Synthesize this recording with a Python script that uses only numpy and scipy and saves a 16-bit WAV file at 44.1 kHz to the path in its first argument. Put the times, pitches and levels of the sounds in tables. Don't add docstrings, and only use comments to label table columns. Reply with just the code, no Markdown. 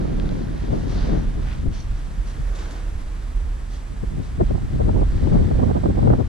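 import sys
import numpy as np
from scipy import signal
from scipy.fft import rfft, irfft
from scipy.io import wavfile
from scipy.ndimage import uniform_filter1d

SR = 44100
rng = np.random.default_rng(int(sys.argv[2]) if len(sys.argv) > 2 else 0)


def unload_audio(sound):
    columns = np.transpose(np.atleast_2d(sound))
    steps = np.round(np.clip(columns, -1, 1) * 32767)
    wavfile.write(sys.argv[1], SR, steps.astype(np.int16))


N = 276948
TIME, HZ = np.arange(N) / SR, np.fft.rfftfreq(N, 1 / SR)
BREEZE_DB = -29.5
SPLIT = np.array([[.5], [-.5]])

# (time [s], strength [dB])
FLOW_STRENGTH = [(0, -30.5), (0.35, -30), (0.6, -34), (0.75, -31.5), (1.1, -32.5), (1.55, -35.5),
                 (1.85, -40.5), (2.7, -44), (3.6, -42), (4.0, -44), (4.3, -41), (4.65, -36), (4.9, -32.5),
                 (5.1, -32.5), (5.35, -28), (5.8, -30.5), (6.1, -29), (6.28, -35)]
# (frequency [Hz], correlation [clipped to -1..1])
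AIRBORNE_CORRELATION = [(100, 16), (350, 0.3), (600, 0.18), (900, -0.32), (1300, -0.05), (1800, 0.3),
                        (2600, 0.34), (3700, 1), (5500, 0.5), (9000, -0.09)]
# (frequency [Hz], left lead [rad])
AIRBORNE_PHASE = [(400, 0.28), (900, 0.05), (1300, -0.2), (1800, -0.7), (2700, -0.5), (4000, -1),
                  (6000, -1.37), (9000, -3.5)]


def buffeting(level_db=-1.5, breeze_corner_hz=376, quickening=0.78, sharpening=0.073, build_turns=1.75):
    # (time [s], added strength [dB], half-length [s], left minus right [dB])
    gusts = [(0.024, 4, 0.032, 1), (0.731, 5, 0.036, 9.5), (0.877, 3, 0.016, 12), (0.946, 1, 0.021, 11),
             (1.09, 2.5, 0.0073, 10), (1.142, 7, 0.037, 10), (1.392, 2.5, 0.028, 0.5),
             (1.676, 6.5, 0.037, 10.5), (2.198, -3.5, 0.033, 18), (2.405, 6.5, 0.011, 10),
             (3.936, 6, 0.027, 2), (4.039, 15, 0.0083, 16), (4.134, 7.5, 0.036, -8),
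             (4.205, 9.5, 0.028, 12), (4.411, 12.5, 0.025, 8.5), (4.51, 12.5, 0.012, 8.5),
             (4.555, 10.5, 0.012, -2), (4.635, 3.5, 0.011, 6), (4.742, 6.5, 0.01, -3),
             (4.82, 5, 0.041, 2.5), (4.894, 6.5, 0.02, 7), (4.955, 1.5, 0.0088, 1.5),
             (4.98, 9, 0.023, -6.5), (5.019, 13, 0.0075, -1.5), (5.274, 5, 0.022, 2),
             (5.356, 4.5, 0.015, 9), (5.417, 4.5, 0.012, -2), (5.513, 3.5, 0.0054, -9),
             (5.594, 4, 0.012, -4), (5.626, 5, 0.0044, 11), (5.638, 6.5, 0.0062, -3.5),
             (5.671, 4, 0.0068, -3.5), (5.692, 2.5, 0.007, 7), (5.702, 6.5, 0.0064, -6),
             (5.771, 6, 0.009, -11), (5.839, 7.5, 0.0041, -22), (5.859, 7, 0.0049, -9),
             (5.902, 7, 0.0069, 7), (5.977, 7.5, 0.0057, -14), (6.084, 8, 0.046, 4), (6.135, 7, 0.0052, -2),
             (6.204, 11, 0.014, 5.5)]
    # (time [s], added strength [dB], half-length [s])
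    lulls = [(0.61, -3.5, 0.011), (1.327, -2.5, 0.015), (1.497, -3.5, 0.049), (4.67, 0, 0.014),
             (5.052, -3, 0.053), (5.812, -4.5, 0.014), (5.938, -2.5, 0.016)]
    # (time [s], slope [dB/octave], frequency of the slowest eddies [Hz])
    heading = [(0, -2, 140), (1.1, -0.2, 82), (2.2, -4, 64), (3.5, 1.5, 80), (4.4, -2.5, 53.3),
               (6.28, -1.5, 57)]
    # (frequency [Hz], correlation [-1..1])
    port_correlation = [(60, 0.33), (130, 0.42), (250, -0.28), (450, -0.58), (800, -0.94), (1300, -0.64),
                        (2500, 0.36)]
    # (frequency [Hz], left minus right [dB])
    port_balance = [(50, -7.5), (90, 2.5), (160, -2), (300, 0), (550, -4.5), (1200, -3.5)]
    # (frequency [Hz], gain [dB])
    port_response = [(100, 1), (400, -2), (560, -2.5), (800, -5.5), (1130, -10), (1600, -17.5), (2260, -24)]

    gust_db = sum(db * bell(s, length) for s, db, length, _ in gusts)
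    lull_db = sum(db * bell(s, length) for s, db, length in lulls)
    slope_db, slowest_hz = follow(heading)
    slope_db = slope_db + sharpening * gust_db
    strength_db = follow(FLOW_STRENGTH)[0] + gust_db + lull_db
    strength_db = strength_db + 0.73 * flutter(22) + 1.33 * flutter(70)
    strength_db = strength_db + 0.68 * np.array([flutter(70), flutter(70)])
    corner_hz = breeze_corner_hz * gain_of(quickening * (strength_db - BREEZE_DB))
    a, b = rfft(rng.standard_normal((2, N))) / np.sqrt(HZ + 1)
    eddies = pair(a, b, read(port_correlation, HZ), read(port_balance, HZ))
    out = 0
    for hz in 25 * 2 ** (np.arange(14) / 2):
        triangle = np.maximum(1 - 2 * abs(np.log2((HZ + 1) / hz)), 0)
        band = unit_rms(irfft(eddies * triangle, N))
        band = steadied(band, seconds=0.0068 + 2 / hz, amount=0.55)
        rolloff = 1 / np.sqrt((1 + (hz / corner_hz) ** 3.34) * (1 + (slowest_hz / hz) ** 5))
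        felt_db = uniform_filter1d(strength_db, size=int(build_turns * SR / hz) + 1)
        band_db = felt_db + read(port_response, hz) + slope_db * np.log2(hz / 250)
        out = out + band * rolloff * gain_of(band_db)
    veer_db = 1.4 + 4.5 * flutter(8)
    gust_side_db = sum(db * bell(s, 1.5 * length) for s, _, length, db in gusts)
    sides = gain_of((veer_db + gust_side_db) * SPLIT)
    return out * gain_of(level_db) * sides / np.sqrt((sides ** 2).mean(0))


def rips(level_db=-2.0):
    # (time [s], half-length [s], relative level [dB], left minus right [dB])
    separations = [(0.734, 0.0071, -21, 3), (1.143, .02, -32, 6), (4.41, 0.0064, -16.5, 5),
                   (4.51, 0.0037, -25, -1), (4.581, 0.0023, -26, -5), (4.809, 0.0099, -19.5, 1),
                   (4.894, .003, -15, 7.5), (4.947, .003, -33, -1), (5.031, 0.0022, -16.5, 0),
                   (5.326, .004, -23, 0), (5.347, 0.012, -21.5, 4), (5.394, 0.0088, -23.5, 3),
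                   (5.515, .003, -19.5, -0.5), (5.602, 0.0037, -23, -7), (5.636, .008, -19, -2),
                   (5.695, 0.0034, -27, 8), (5.715, 0.0021, -13.5, -6.5), (5.757, 0.0074, -22, -4.5),
                   (5.773, 0.006, -22, -3), (5.84, 0.004, -19, -1.5), (5.863, 0.0057, -16, -0.5),
                   (5.992, 0.0032, -17.5, -3.5), (6.031, .003, -20, 0), (6.079, 0.0036, -12, 0),
                   (6.105, 0.0028, -10.5, 1), (6.13, 0.0044, -19, 2)]
    # (frequency [Hz], level [dB])
    spectrum = [(100, -34), (250, -4), (420, 5), (620, 3.5), (900, -7), (1250, -19), (1800, -30),
                (4000, -70)]
    colour = gain_of(read(spectrum, HZ) / 2)
    eddies = pair(noise(colour), noise(colour), correlation=-0.97)
    eddies = steadied(eddies, seconds=.005, amount=0.32)
    bursts = sum(bell(s, length) * gain_of(db + lean_db * SPLIT)
                 for s, length, db, lean_db in separations)
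    return irfft(rfft(eddies * bursts) * colour, N) * gain_of(level_db)


def thuds(wander=.25, slowing=.12):
    # (time [s], half-length [s], frequency [Hz], level [dB], left minus right [dB])
    trains = [(0.749, 0.012, 234, -32, -5), (0.894, 0.0074, 220, -29, 10), (0.957, 0.0065, 220, -28, 10),
              (1.135, 0.035, 209.4, -25.5, 11), (1.688, .01, 140.5, -22, 6), (2.196, 0.0096, 85.3, -25, 5),
              (2.405, 0.0096, 125, -29, 8), (4.411, .004, 485, -27.5, 6), (4.42, 0.011, 235.5, -15.5, 12.5),
              (4.511, 0.0051, 258, -27, 8), (5.345, 0.016, 156.3, -16.5, 22),
              (5.412, 0.04, 89.36, -15.5, 10), (5.42, 0.0059, 260.6, -21.5, -6),
              (5.634, 0.0095, 228.8, -18, -7), (5.667, .005, 200, -18, -12),
              (5.866, 0.0071, 294.3, -20, 11), (5.893, .005, 291, -15, 1), (6.09, 0.012, 95.9, -13, 6),
              (6.203, 0.0089, 232.2, -24, 13)]
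    out = 0
    for s, length, hz, db, lean_db in trains:
        progress = np.clip((TIME - s) / length, -3, 3)
        beat_hz = hz * np.exp(wander * flutter(45) - slowing * progress)
        turns = np.cumsum(beat_hz) / SR + rng.random((2, 1))
        out = out + np.sin(2 * np.pi * turns) * bell(s, length) * gain_of(db + lean_db * SPLIT)
    return out


def rumble(level_db=-28.0, swell_db=1.6):
    # (frequency [Hz], level [dB])
    spectrum = [(10, -38), (20, -1), (30, -4.5), (38, 9), (48, 0), (62, -3), (80, -13), (120, -22.5),
                (200, -44), (400, -56), (2000, -100)]
    # (time [s], added level [dB], half-length [s])
    surges = [(0.22, 5.5, 0.064), (0.543, 3.5, 0.059), (0.702, 10.5, 0.015), (1.203, 6.5, 0.23),
              (1.689, 14.5, 0.0062), (1.923, 7, 0.042), (2.198, 12, 0.013), (2.493, 5, 0.064),
              (2.943, 2.5, 0.15), (3.422, 8, 0.077), (4.477, 12.5, 0.03), (5.113, 9, 0.13), (5.56, 7, 0.03),
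              (6.014, 8, 0.03)]
    colour = gain_of(read(spectrum, HZ))
    push = pair(noise(colour), noise(colour), correlation=0.99, lean_db=-3.0)
    surge_db = sum(db * bell(s, length) for s, db, length in surges) + swell_db * flutter(5)
    return steadied(push, seconds=0.107, amount=1.0) * gain_of(level_db + surge_db)


def jackets(level_db=7.0, grain_db=1.0, stir_db=-54, wind_share=0.8, trail=1.55):
    # (frequency [Hz], level [dB])
    spectrum = [(150, 18), (350, 9), (800, 13), (1200, 7), (1800, 7), (2600, 0.5), (3400, 2.5), (4300, 2),
                (5100, -1), (6100, -1), (7300, -11.5), (10000, -19), (12000, -35), (15000, -48)]
    # (peak time [s], half-length [s], relative level [dB], brightness [dB/octave])
    strokes = [(0.043, 0.08, -56.5, -3), (0.335, 0.078, -55, 0), (0.62, 0.065, -52.5, -2.5),
               (0.78, 0.05, -51, 1.5), (0.91, 0.027, -46.5, 2), (0.994, 0.061, -47.5, -0.5),
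               (1.08, 0.084, -48.5, -3), (1.494, 0.053, -52.5, -1), (1.765, 0.03, -50.5, 3),
               (1.98, 0.04, -55, 1), (2.288, 0.022, -51, 5), (2.62, 0.037, -54, -4.5),
               (2.73, 0.06, -53.5, -2), (3.74, 0.028, -52, 4.5), (4.25, 0.024, -53.5, 2),
               (4.478, .04, -56, -3), (5.2, 0.076, -55, 0)]
    _, t, friction = signal.stft(airborne(spectrum), SR, nperseg=512)
    hz = np.fft.rfftfreq(512, 1 / SR)[:, None]
    octaves = np.log2(np.clip(hz, 1500, 9000) / 3800)
    wind_db = follow(FLOW_STRENGTH, t)[0] - BREEZE_DB
    power = gain_of(stir_db + wind_share * wind_db - 4.0 * octaves) ** 2
    for s, length, db, bright_db in strokes:
        swell = bell(s, length * np.where(t < s, 1, trail), t)
        power = power + (gain_of(db + bright_db * octaves) * swell) ** 2
    swish = signal.istft(friction * np.sqrt(power), SR, nperseg=512)[1][:, :N]
    return swish * gain_of(level_db + grain_db * flutter(160))


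def scrapes(level_db=6, attack_s=0.0027):
    # (start time [s], decay [s], relative level [dB], brightness [dB/octave])
    slips = [(1.468, 0.054, -60, -5), (1.727, 0.11, -56.5, -2), (2.55, 0.04, -51, 5),
             (2.584, .07, -50, 1.5), (2.706, 0.029, -53, 9)]
    # (frequency [Hz], level [dB])
    spectrum = [(300, -3), (1000, 3), (2000, 4), (3300, 4.5), (6000, -2), (7600, -2), (8600, -20),
                (10500, -16), (12000, -34), (15000, -45)]
    octaves = np.log2(np.clip(HZ, 1500, 11000) / 3800)
    out = 0
    for s, decay_s, db, bright_db in slips:
        rasp = irfft(rfft(airborne(spectrum)) * gain_of(bright_db * octaves), N)
        age = np.maximum(TIME - s, 0)
        out = out + rasp * gain_of(db) * onset_decay(age, attack_s, decay_s)
    return out * gain_of(level_db)


def zips(grain_db=3.5):
    # (time [s], half-length [s], centre frequency [Hz], half-width [Hz], level [dB])
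    slides = [(1.005, 0.05, 4200, 850, -51), (1.18, .03, 5900, 300, -61), (1.505, 0.04, 2280, 800, -49.5),
              (1.786, 0.045, 5800, 450, -56), (1.795, 0.052, 4400, 160, -62)]
    out = 0
    for s, length, hz, width_hz, db in slides:
        band = bell(hz, width_hz, HZ)
        ripple = pair(noise(band), noise(band), read(AIRBORNE_CORRELATION, hz))
        out = out + ripple * gain_of(db) * bell(s, length)
    return out * gain_of(grain_db * flutter(120))


def sleeve(peak_s=2.61, half_length_s=0.2, level_db=-44.5):
    # (frequency [Hz], level [dB])
    spectrum = [(100, -31), (280, 7), (500, 6.5), (900, -3), (1700, -4), (2800, -34), (6000, -14),
                (10000, -46), (13000, -36), (15000, -50)]
    return airborne(spectrum) * bell(peak_s, half_length_s) * gain_of(level_db)


def ticks(attack_s=0.00032, detune=0.058):
    # (time [s], level [dB])
    snaps = [(0.1987, -28.5), (0.2578, -35), (0.2912, -30), (0.314, -35), (1.5163, -37), (1.529, -34),
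             (2.367, -41), (2.658, -34.5)]
    # (frequency [Hz], relative level [dB], decay [s])
    modes = [(1560, -4, 0.0027), (2440, -3, 0.00089), (3500, 3.5, .0006), (4140, -1, 0.00046),
             (6090, -11, .0006)]
    out, age = np.zeros((2, N)), np.arange(1024) / SR
    for s, db in snaps:
        start = round(s * SR)
        for hz, mode_db, decay_s in modes:
            detuned_hz = hz * np.exp(detune * rng.standard_normal())
            ring = np.sin(2 * np.pi * detuned_hz * age + read(AIRBORNE_PHASE, hz) * SPLIT)
            envelope = gain_of(db + mode_db) * onset_decay(age, attack_s, decay_s)
            out[:, start:start + len(age)] += ring * envelope
    return out


def open_air(waver_db=0.58):
    # (frequency [Hz], level [dB])
    spectrum = [(60, -0.5), (200, 5), (350, 2.5), (600, -3), (1000, -2), (1480, -6), (1750, -6), (2100, -9),
                (2700, -12.5), (4000, -16), (5200, -17.5), (7000, -18.5), (8500, -22.5), (10300, -22.5),
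                (12500, -32), (14800, -40)]
    # (time [s], level [dB])
    levels = [(0, -45.5), (1.2, -45.5), (1.55, -43.5), (1.68, -47), (1.85, -45), (2.4, -43), (2.65, -42.5),
              (3.1, -44), (3.7, -45), (5.4, -44.5), (6.28, -46)]
    return airborne(spectrum) * gain_of(follow(levels)[0] + waver_db * flutter(26))


def whine(hz=7790, wander_hz=55, frame_hz=59.94, throb=0.76, left_db=-77, right_db=-62.5):
    # (time [s], relative level [dB])
    levels = [(0, -13), (.6, -9), (1.3, -5), (2, -4), (6.05, 0), (6.28, -7)]
    turns = np.cumsum(hz + wander_hz * flutter(90)) / SR
    tone = np.sin(2 * np.pi * turns) * (1 + throb * np.cos(2 * np.pi * frame_hz * TIME))
    return unit_rms(tone) * gain_of(np.array([[left_db], [right_db]]) + follow(levels)[0])


def airborne(spectrum):
    # (frequency [Hz], left minus right [dB])
    balance = [(300, 0), (900, 0), (1300, -4.5), (2100, 1), (3200, 0), (5500, 1), (7500, -2), (9000, -4),
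               (13000, 0)]
    a, b = rfft(rng.standard_normal((2, N)))
    ports = pair(a, b, read(AIRBORNE_CORRELATION, HZ), read(balance, HZ))
    phase_shift = np.exp(1j * read(AIRBORNE_PHASE, HZ) * SPLIT)
    return unit_rms(irfft(ports * gain_of(read(spectrum, HZ)) * phase_shift, N))


def pair(a, b, correlation, lean_db=0):
    correlation = np.clip(correlation, -1, 1)
    common, opposed = a * np.sqrt((1 + correlation) / 2), b * np.sqrt((1 - correlation) / 2)
    return np.array([common + opposed, common - opposed]) * gain_of(lean_db * SPLIT)


def noise(gain):
    return unit_rms(irfft(rfft(rng.standard_normal(N)) * gain, N))


def flutter(rate_hz):
    return noise(np.exp(-(HZ / rate_hz) ** 2) * HZ / (HZ + rate_hz / 2))


def steadied(x, seconds, amount):
    power = uniform_filter1d((x ** 2).mean(0), size=int(seconds * SR) + 1)
    return unit_rms(x / (abs(power) + 1e-12) ** (amount / 2))


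def bell(centre, half_length, axis=TIME):
    return np.exp(-.5 * ((axis - centre) / half_length) ** 2)


def onset_decay(age, attack_s, decay_s):
    return np.minimum(age / attack_s, 1) * np.exp(-age / decay_s)


def read(points, hz):
    f, value = np.transpose(points)
    return np.interp(np.log(hz + 1), np.log(f + 1), value)


def follow(rows, t=TIME):
    s, *columns = np.transpose(rows)
    return [np.interp(t, s, c) for c in columns]


def gain_of(db):
    return 10 ** (np.asarray(db) / 20)


def unit_rms(x):
    return x / np.sqrt(np.mean(x ** 2) + 1e-20)


def scene():
    wind = buffeting() + rips() + thuds() + rumble()
    clothing = jackets() + scrapes() + zips() + sleeve() + ticks()
    return wind + clothing + open_air() + whine()


def record(dry, ceiling=0.6, fade_s=.003, cutoff_hz=14800):
    rounded = dry / (1 + (dry / ceiling) ** 4) ** (1 / 4)
    faded = rounded * np.minimum(TIME[::-1] / fade_s, 1)
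    low_pass = signal.firwin(511, cutoff_hz, window=("kaiser", 9), fs=SR)
    return signal.oaconvolve(faded, low_pass[None], "same")


dry = scene()
out = record(dry)
unload_audio(out)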